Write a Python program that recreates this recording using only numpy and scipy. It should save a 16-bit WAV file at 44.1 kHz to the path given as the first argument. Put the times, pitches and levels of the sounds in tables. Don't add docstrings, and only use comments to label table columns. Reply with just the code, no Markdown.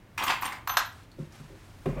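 import sys
import numpy as np
from scipy import signal
from scipy.fft import rfft, irfft
from scipy.io import wavfile
from scipy.ndimage import uniform_filter1d

SR = 44100
rng = np.random.default_rng(int(sys.argv[2]) if len(sys.argv) > 2 else 0)


def bounce(signal):
    frames = np.transpose(np.atleast_2d(signal))
    limited = np.clip(frames, -1, 1)
    pcm = np.round(limited * 32767).astype(np.int16)
    wavfile.write(sys.argv[1], SR, pcm)


def undo_db(level):
    steps = np.asarray(level, float) / 20
    return 10 ** steps


N = 88200


def shape(x, table):
    hz, db = np.array(table).T
    log_hz = np.log(np.arange(2049) * SR / 4096 + 1)
    cepstrum = irfft(np.interp(log_hz, np.log(hz), db) * np.log(10) / 20)
    cepstrum[1:2048] *= 2
    cepstrum[2049:] = 0
    response = irfft(np.exp(rfft(cepstrum)))
    return signal.fftconvolve(x, response / np.sqrt(np.sum(response ** 2)))[:len(x)]


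def ring(x, hz, t60):
    pole = np.exp((2j * np.pi * hz - np.log(1000) / t60) / SR)
    return signal.lfilter([1], [1, -pole], x).imag


def unit(x):
    return x / np.sqrt(np.mean(x ** 2))


def curve(table, order, lasts=False):
    points = np.array(table)
    edge = None if lasts else -120
    return undo_db(np.interp(np.arange(N) / SR, points[:, 0], points[:, order], edge, edge))


def blow(s, db, contact_s, rise_s=.0001, solid=0):
    x, start, t = np.zeros(N), int(s * SR), np.arange(2048) / SR
    burst = rng.standard_normal(len(t)) * np.exp(-t / contact_s) * (1 - np.exp(-(t + 1 / SR) / rise_s))
    burst[0] += solid * np.sqrt(np.sum(burst ** 2))
    burst = undo_db(db) * burst / np.sqrt(np.sum(burst ** 2))
    x[start:start + len(t)] = burst[:N - start]
    return x


def flicker(rate, db):
    k = int(SR / rate)
    steps = np.repeat(rng.standard_normal(N // 50), k)[:N]
    return undo_db(db * unit(uniform_filter1d(steps, k)))


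def lean(x, hz, db):
    return shape(x, [(hz / 2, -db), (hz, 0), (hz * 2, -db)])


# (frequency [Hz], level [dB])
AIR_COLOUR = [(71, -27), (120, -2.5), (273, -7), (466, -14.5), (1250, -19.5), (1930, -21), (13600, -48.5),
              (16300, -78)]


def room_air():
    return undo_db(-56) * shape(rng.standard_normal(N), AIR_COLOUR)


# (time [s], deep band level [dB], upper band level [dB])
RUMBLE_LEVELS = [(0.0, -50, -61.5), (0.27, -77, -48.5), (0.31, -57, -57.5), (0.7, -63, -52.5),
                 (0.83, -52.5, -56), (0.93, -71, -49.5), (1.1, -59, -59.5), (1.2, -52, -56.5),
                 (1.53, -60, -55), (1.84, -49, -52), (1.89, -44, -54), (2.0, -43, -62)]
# (frequency [Hz], level [dB])
DEEP_RUMBLE_COLOUR = [(10, -122), (20, 3), (45, 25.5), (60, -16), (80, -33.5)]
UPPER_RUMBLE_COLOUR = [(45, -35.5), (65, -3.5), (90, -1), (115, 2.5), (150, -42.5)]


def low_rumble():
    deep = curve(RUMBLE_LEVELS, order=1, lasts=True) * shape(rng.standard_normal(N), DEEP_RUMBLE_COLOUR)
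    upper = curve(RUMBLE_LEVELS, order=2, lasts=True) * shape(rng.standard_normal(N), UPPER_RUMBLE_COLOUR)
    return deep + upper


# (time [s], bin level [dB], brightness [dB], wall ring level [dB])
STIRRING = [(0.175, -26.5, -12, 7), (0.178, -29.5, -6.5, -18), (0.186, -34.5, -20, -14),
            (0.216, -30.5, -19, 3.5), (0.244, -30.5, -24, -12), (0.27, -27, -13.5, 2),
            (0.305, -24, -21, -17), (0.398, -53.5, -16, 2), (0.428, -33, -8, -13), (0.46, -34.5, -33, -0.5),
            (0.514, -43.5, -42, -13), (0.526, -42, -10.5, -2.5), (0.65, -75, -31, 16)]


def stir_level():
    return curve(STIRRING, order=1) * undo_db(-5)


def rattle():
    rattles_per_s, spread_db, decay_s = 800, 2.6, .0005
    chance, strength = rng.random((N, 2)).T
    hits = (chance < rattles_per_s / SR) * undo_db(-spread_db * np.log(1 - strength))
    env = signal.lfilter([1], [1, -np.exp(-1 / SR / decay_s)], hits)
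    low, high = (unit(env * rng.standard_normal(N)) * stir_level() for _ in range(2))
    return low, high * curve(STIRRING, order=2) * undo_db(5)


# (time [s], level [dB], brightness [dB], favoured frequency [Hz])
WALL_KNOCKS = [(0.178, -12.5, -7.5, 2535), (0.188, -14.5, -8, 1010), (0.208, -19, -13, 1040),
               (0.238, -13, 3.5, 1210), (0.277, -15.5, -22, 1260), (0.293, -12.5, -12, 935),
               (0.299, -8, -19, 1026), (0.422, -15, -17, 2570), (0.431, -16, -18, 1150),
               (0.454, -20.5, 5.5, 1090), (0.478, -24.5, -10, 950), (0.522, -25, 2, 2235),
               (0.532, -23.5, -20, 1620), (0.548, -34.5, -19, 1720)]


def knocks():
    low, high = np.zeros(N), np.zeros(N)
    for s, db, bright_db, hz in WALL_KNOCKS:
        hit = blow(s, db + 4.5, 0.00066, rise_s=0.00014, solid=0.79)
        low = low + lean(hit, hz, db=3.5) + undo_db(-22) * ring(hit, hz, t60=.015)
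        high = high + hit * undo_db(bright_db - 7)
    return low, high


# (frequency [Hz], level [dB])
BIN_COLOUR = [(130, -26.5), (286, -17), (471, -34.5), (690, -14), (1030, -9.5), (1350, -10), (1760, -9.5),
              (3130, -13.5), (5000, -25.5), (6500, -75)]
# (frequency [Hz], nominal width [Hz], level [dB])
BIN_WALLS = [(920, 47, -17), (1000, 84, -12), (1040, 21.5, 9), (1150, 130, 25)]


def plastic(x):
    drive = x * curve(STIRRING, order=3, lasts=True)
    walls = sum(undo_db(db) * ring(drive, hz, 1.3 / width) for hz, width, db in BIN_WALLS)
    return shape(x, BIN_COLOUR) + walls / np.sqrt(np.sum(walls ** 2) / np.sum(drive ** 2))


# (time [s], frequency [Hz], level [dB])
SCREW_CLINKS = [(0.18, 5600, -42), (0.233, 9000, -36), (.237, 14360, -32), (0.242, 5600, -48),
                (.281, 12230, -47), (0.346, 13800, -65), (.411, 15000, -39), (0.42, 11540, -35),
                (.434, 11620, -41), (0.447, 7461, -40), (0.453, 8872, -38), (.454, 14140, -41),
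                (.467, 14980, -42), (0.542, 8872, -63)]


def clinks():
    return sum(ring(blow(s, db + 1.5, 0.00028, solid=1.8), hz, t60=.045) for s, hz, db in SCREW_CLINKS)


def pings():
    touches_per_s, spread_db, t60 = 70, 3, .01
    gain = stir_level() * curve(STIRRING, order=2)
    out = 0
    for mode_hz in sorted({hz for s, hz, db in SCREW_CLINKS}):
        chance, strength = rng.random((N, 2)).T
        touches = unit((chance < touches_per_s / SR) * undo_db(-spread_db * np.log(1 - strength)))
        out = out + ring(touches * gain, mode_hz, t60) * np.sqrt(4 * np.log(1000) / t60 / SR)
    return undo_db(-5) * out / 3


# (frequency [Hz], level [dB])
STEEL_COLOUR = [(3000, -67), (4500, 0), (7000, -3), (9200, -6), (10300, -13), (11500, -6.5), (14500, -19),
                (16200, -13)]


def rummage():
    rattle_low, rattle_high = rattle()
    knock_low, knock_high = knocks()
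    clatter = shape(rattle_high + knock_high, STEEL_COLOUR)
    return plastic(rattle_low + knock_low) + clatter + clinks() + pings()


# (time [s], level [dB], brightness [dB], favoured frequency [Hz])
SCREW_BOUNCES = [(0.674, -18, -11, 1040), (0.6942, -20, -14.5, 1090), (0.698, -17.5, -17, 1000),
                 (0.739, -25.5, -9, 1000), (0.7699, -4.5, -7.5, 1680), (.773, -17.5, -43, 1570)]
# (frequency [Hz], level [dB])
BOARD_TAP_COLOUR = [(300, -19), (500, -10.5), (700, 1), (1100, 8.5), (1700, 3.5), (2200, -2), (3400, 3),
                    (4300, 3.5), (5200, -38), (7000, -30)]
TAP_TREBLE_COLOUR = [(3000, -29), (5000, 6), (7500, -2.5), (12200, -11.5), (13000, -14), (16000, -26)]


def bounces():
    out = 0
    for s, db, bright_db, hz in SCREW_BOUNCES:
        hit = blow(s, db + 11, .0003, solid=2.5)
        out = out + shape(lean(hit, hz, db=7.5), BOARD_TAP_COLOUR)
        out = out + undo_db(bright_db - 2) * shape(hit, TAP_TREBLE_COLOUR)
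    return out


# (frequency [Hz], level [dB], t60 [s])
FAINT_MODES = [(13160, -45, .06), (13890, -46, .07), (14800, -48, .04)]
# (frequency [Hz], level [dB])
CRACK_COLOUR = [(8000, -35), (11500, 12), (15500, -3)]


def first_impact():
    first_s = SCREW_BOUNCES[0][0]
    kick = blow(first_s, 7.0, 0.00024, solid=3.3)
    modes = sum(undo_db(db) * ring(kick, hz, t60) for hz, db, t60 in FAINT_MODES)
    return modes + shape(blow(first_s, -18.5, 0.0023), CRACK_COLOUR)


# (time [s], high level [dB], low level [dB])
TUMBLING = [(.674, -47, -70), (.684, -46, -50), (.69, -43, -42), (.71, -37, -42), (.736, -41, -47),
            (.745, -43, -62), (.755, -44, -51), (.769, -46, -54), (.771, -31, -54), (.8, -43, -55),
            (.81, -60, -70), (.845, -64, -90), (.86, -54, -90), (.89, -62, -90), (.94, -78, -90)]


def screw_ring():
    low_hz, high_hz = 6157, 11968
    t = np.arange(N) / SR + 1e-5 * np.log(flicker(60, 9))
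    high = curve(TUMBLING, order=1) * np.sin(2 * np.pi * high_hz * t)
    low = curve(TUMBLING, order=2) * np.sin(2 * np.pi * low_hz * t)
    return np.sqrt(2) * flicker(90, 2.2) * (high + low)


# (time [s], level [dB])
RUSTLE_LEVEL = [(.95, -64.5), (1.04, -65), (1.17, -82), (1.19, -61), (1.31, -69.5), (1.34, -60.5),
                (1.42, -60.5), (1.55, -65), (1.69, -62.5), (1.8, -67), (1.89, -58.5), (2.0, -66.5)]
# (frequency [Hz], level [dB])
CLOTH_COLOUR = [(290, -22), (500, -13.5), (1040, -7.5), (1290, -9.5), (8720, -23), (14500, -32),
                (16300, -65)]


def cloth_rustle():
    fade_in = np.clip(np.arange(N) / SR / RUSTLE_LEVEL[0][0], 0, 1) ** 8
    level = undo_db(4) * curve(RUSTLE_LEVEL, order=1, lasts=True) * flicker(60, 1.5)
    return fade_in * level * shape(rng.standard_normal(N), CLOTH_COLOUR)


# (time [s], level [dB], frequency [Hz])
SMALL_TICKS = [(.925, -45, 8500), (1.032, -48, 4250), (1.116, -42, 4250), (1.323, -40, 5600),
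               (1.858, -35, 2010)]


def small_ticks():
    out = 0
    for s, db, hz in SMALL_TICKS:
        colour = [(300, -35), (hz / 1.2, -9), (hz, 0), (hz * 1.1, -9), (16000, -24)]
        out = out + shape(blow(s, db + 7.5, 0.00095, solid=1.8), colour)
    return out


# (time [s], level [dB], extra level of modes above 280 Hz [dB])
BOOT_THUDS = [(1.184, -32.5, 2.5), (1.19, -27, -7), (1.216, -34, -24), (1.399, -35, -17),
              (1.439, -39.5, -27), (1.497, -46, 8.5), (1.527, -55, 13.5), (1.857, -21, 3), (1.868, -20, -7),
              (1.884, -19.5, -3), (1.92, -26.5, -14), (1.963, -28.5, -15)]
# (frequency [Hz], level [dB], t60 [s])
BOARD_MODES = [(144, 2.5, 0.1), (164.3, 0.5, 0.069), (236, -2.5, 0.057), (299, -7.5, 0.091),
               (335, -1, 0.046), (404, -5, 0.15), (544, -7, 0.065)]


def board_thuds():
    out, n = 0, int(.0016 * SR)
    for s, db, upper_db in BOOT_THUDS:
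        push, start = np.zeros(N), int(s * SR)
        push[start:start + n] = undo_db(db - 15) * np.hanning(n) / np.sqrt(n)
        for k, (hz, mode_db, t60) in enumerate(BOARD_MODES):
            level_shift, pitch_shift = rng.standard_normal(2)
            gain = undo_db(mode_db + upper_db * (hz > 280) + 2 * level_shift)
            out = out + (-1) ** k * gain * ring(push, hz * (1 + .015 * pitch_shift), t60)
    return signal.sosfilt(signal.butter(2, 110, "high", fs=SR, output="sos"), out)


# (time [s], level [dB])
SCUFF_LEVEL = [(1.857, -43), (1.859, -30.5), (1.87, -62), (1.93, -50), (1.96, -47.5), (2.03, -55)]
# (frequency [Hz], level [dB])
SOLE_COLOUR = [(380, -41.5), (650, 7.5), (712, -8.5), (1130, -7), (1470, -14.5), (1940, -14.5),
               (2210, -11.5), (4000, -34.5), (5200, -51)]


def scuff():
    return curve(SCUFF_LEVEL, order=1) * flicker(200, 3.26) * shape(rng.standard_normal(N), SOLE_COLOUR)


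# (time [s], frequency [Hz], level [dB])
BOARD_SQUEAK = [(1.925, 541, -61), (1.95, 515, -53), (1.97, 488, -38.5), (1.985, 554, -38),
                (2.04, 670, -18)]


def squeak():
    points = np.array(BOARD_SQUEAK)
    hz = np.interp(np.arange(N) / SR, points[:, 0], points[:, 1]) * flicker(150, .25)
    phase = 2 * np.pi * np.cumsum(hz) / SR
    return curve(BOARD_SQUEAK, order=2) * flicker(120, 2.5) * np.sin(phase)


CLOSE_LAGS = [.00032, .00075, .0013]


def room(x):
    t60, treble_t60, gap_s, echo_gain = 0.34, 0.26, .004, .68
    for lag_s in CLOSE_LAGS:
        allpass = np.zeros(int(lag_s * SR) + 1)
        allpass[0], allpass[-1] = 1, -echo_gain
        x = signal.lfilter(allpass[::-1], allpass, x)
    t = np.arange(SR // 2) / SR
    noise = rng.standard_normal(len(t))
    low = signal.sosfilt(signal.butter(2, 5000, fs=SR, output="sos"), noise)
    tail = low * undo_db(-60 * t / t60) + (noise - low) * undo_db(-60 * t / treble_t60)
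    tail = signal.sosfilt(signal.butter(1, 250, "high", fs=SR, output="sos"), tail * (t > gap_s))
    return x + undo_db(-2) * signal.fftconvolve(x, tail / np.sqrt(np.sum(tail ** 2)))[:N]


def scene():
    fallen_screw = bounces() + first_impact()
    contacts = rummage() + fallen_screw + small_ticks() + board_thuds() + scuff() + squeak()
    background = room_air() + low_rumble() + cloth_rustle()
    return (room(contacts) + screw_ring() + background)[None]


def roll_off(x):
    return signal.sosfilt(signal.butter(12, 16480, fs=SR, output="sos"), x)


def record(dry):
    top_cut = signal.ellip(8, .2, 60, 16000, fs=SR, output="sos")
    mix = signal.sosfilt(top_cut, dry)
    return roll_off(mix)


dry = scene()
out = record(dry)
bounce(out)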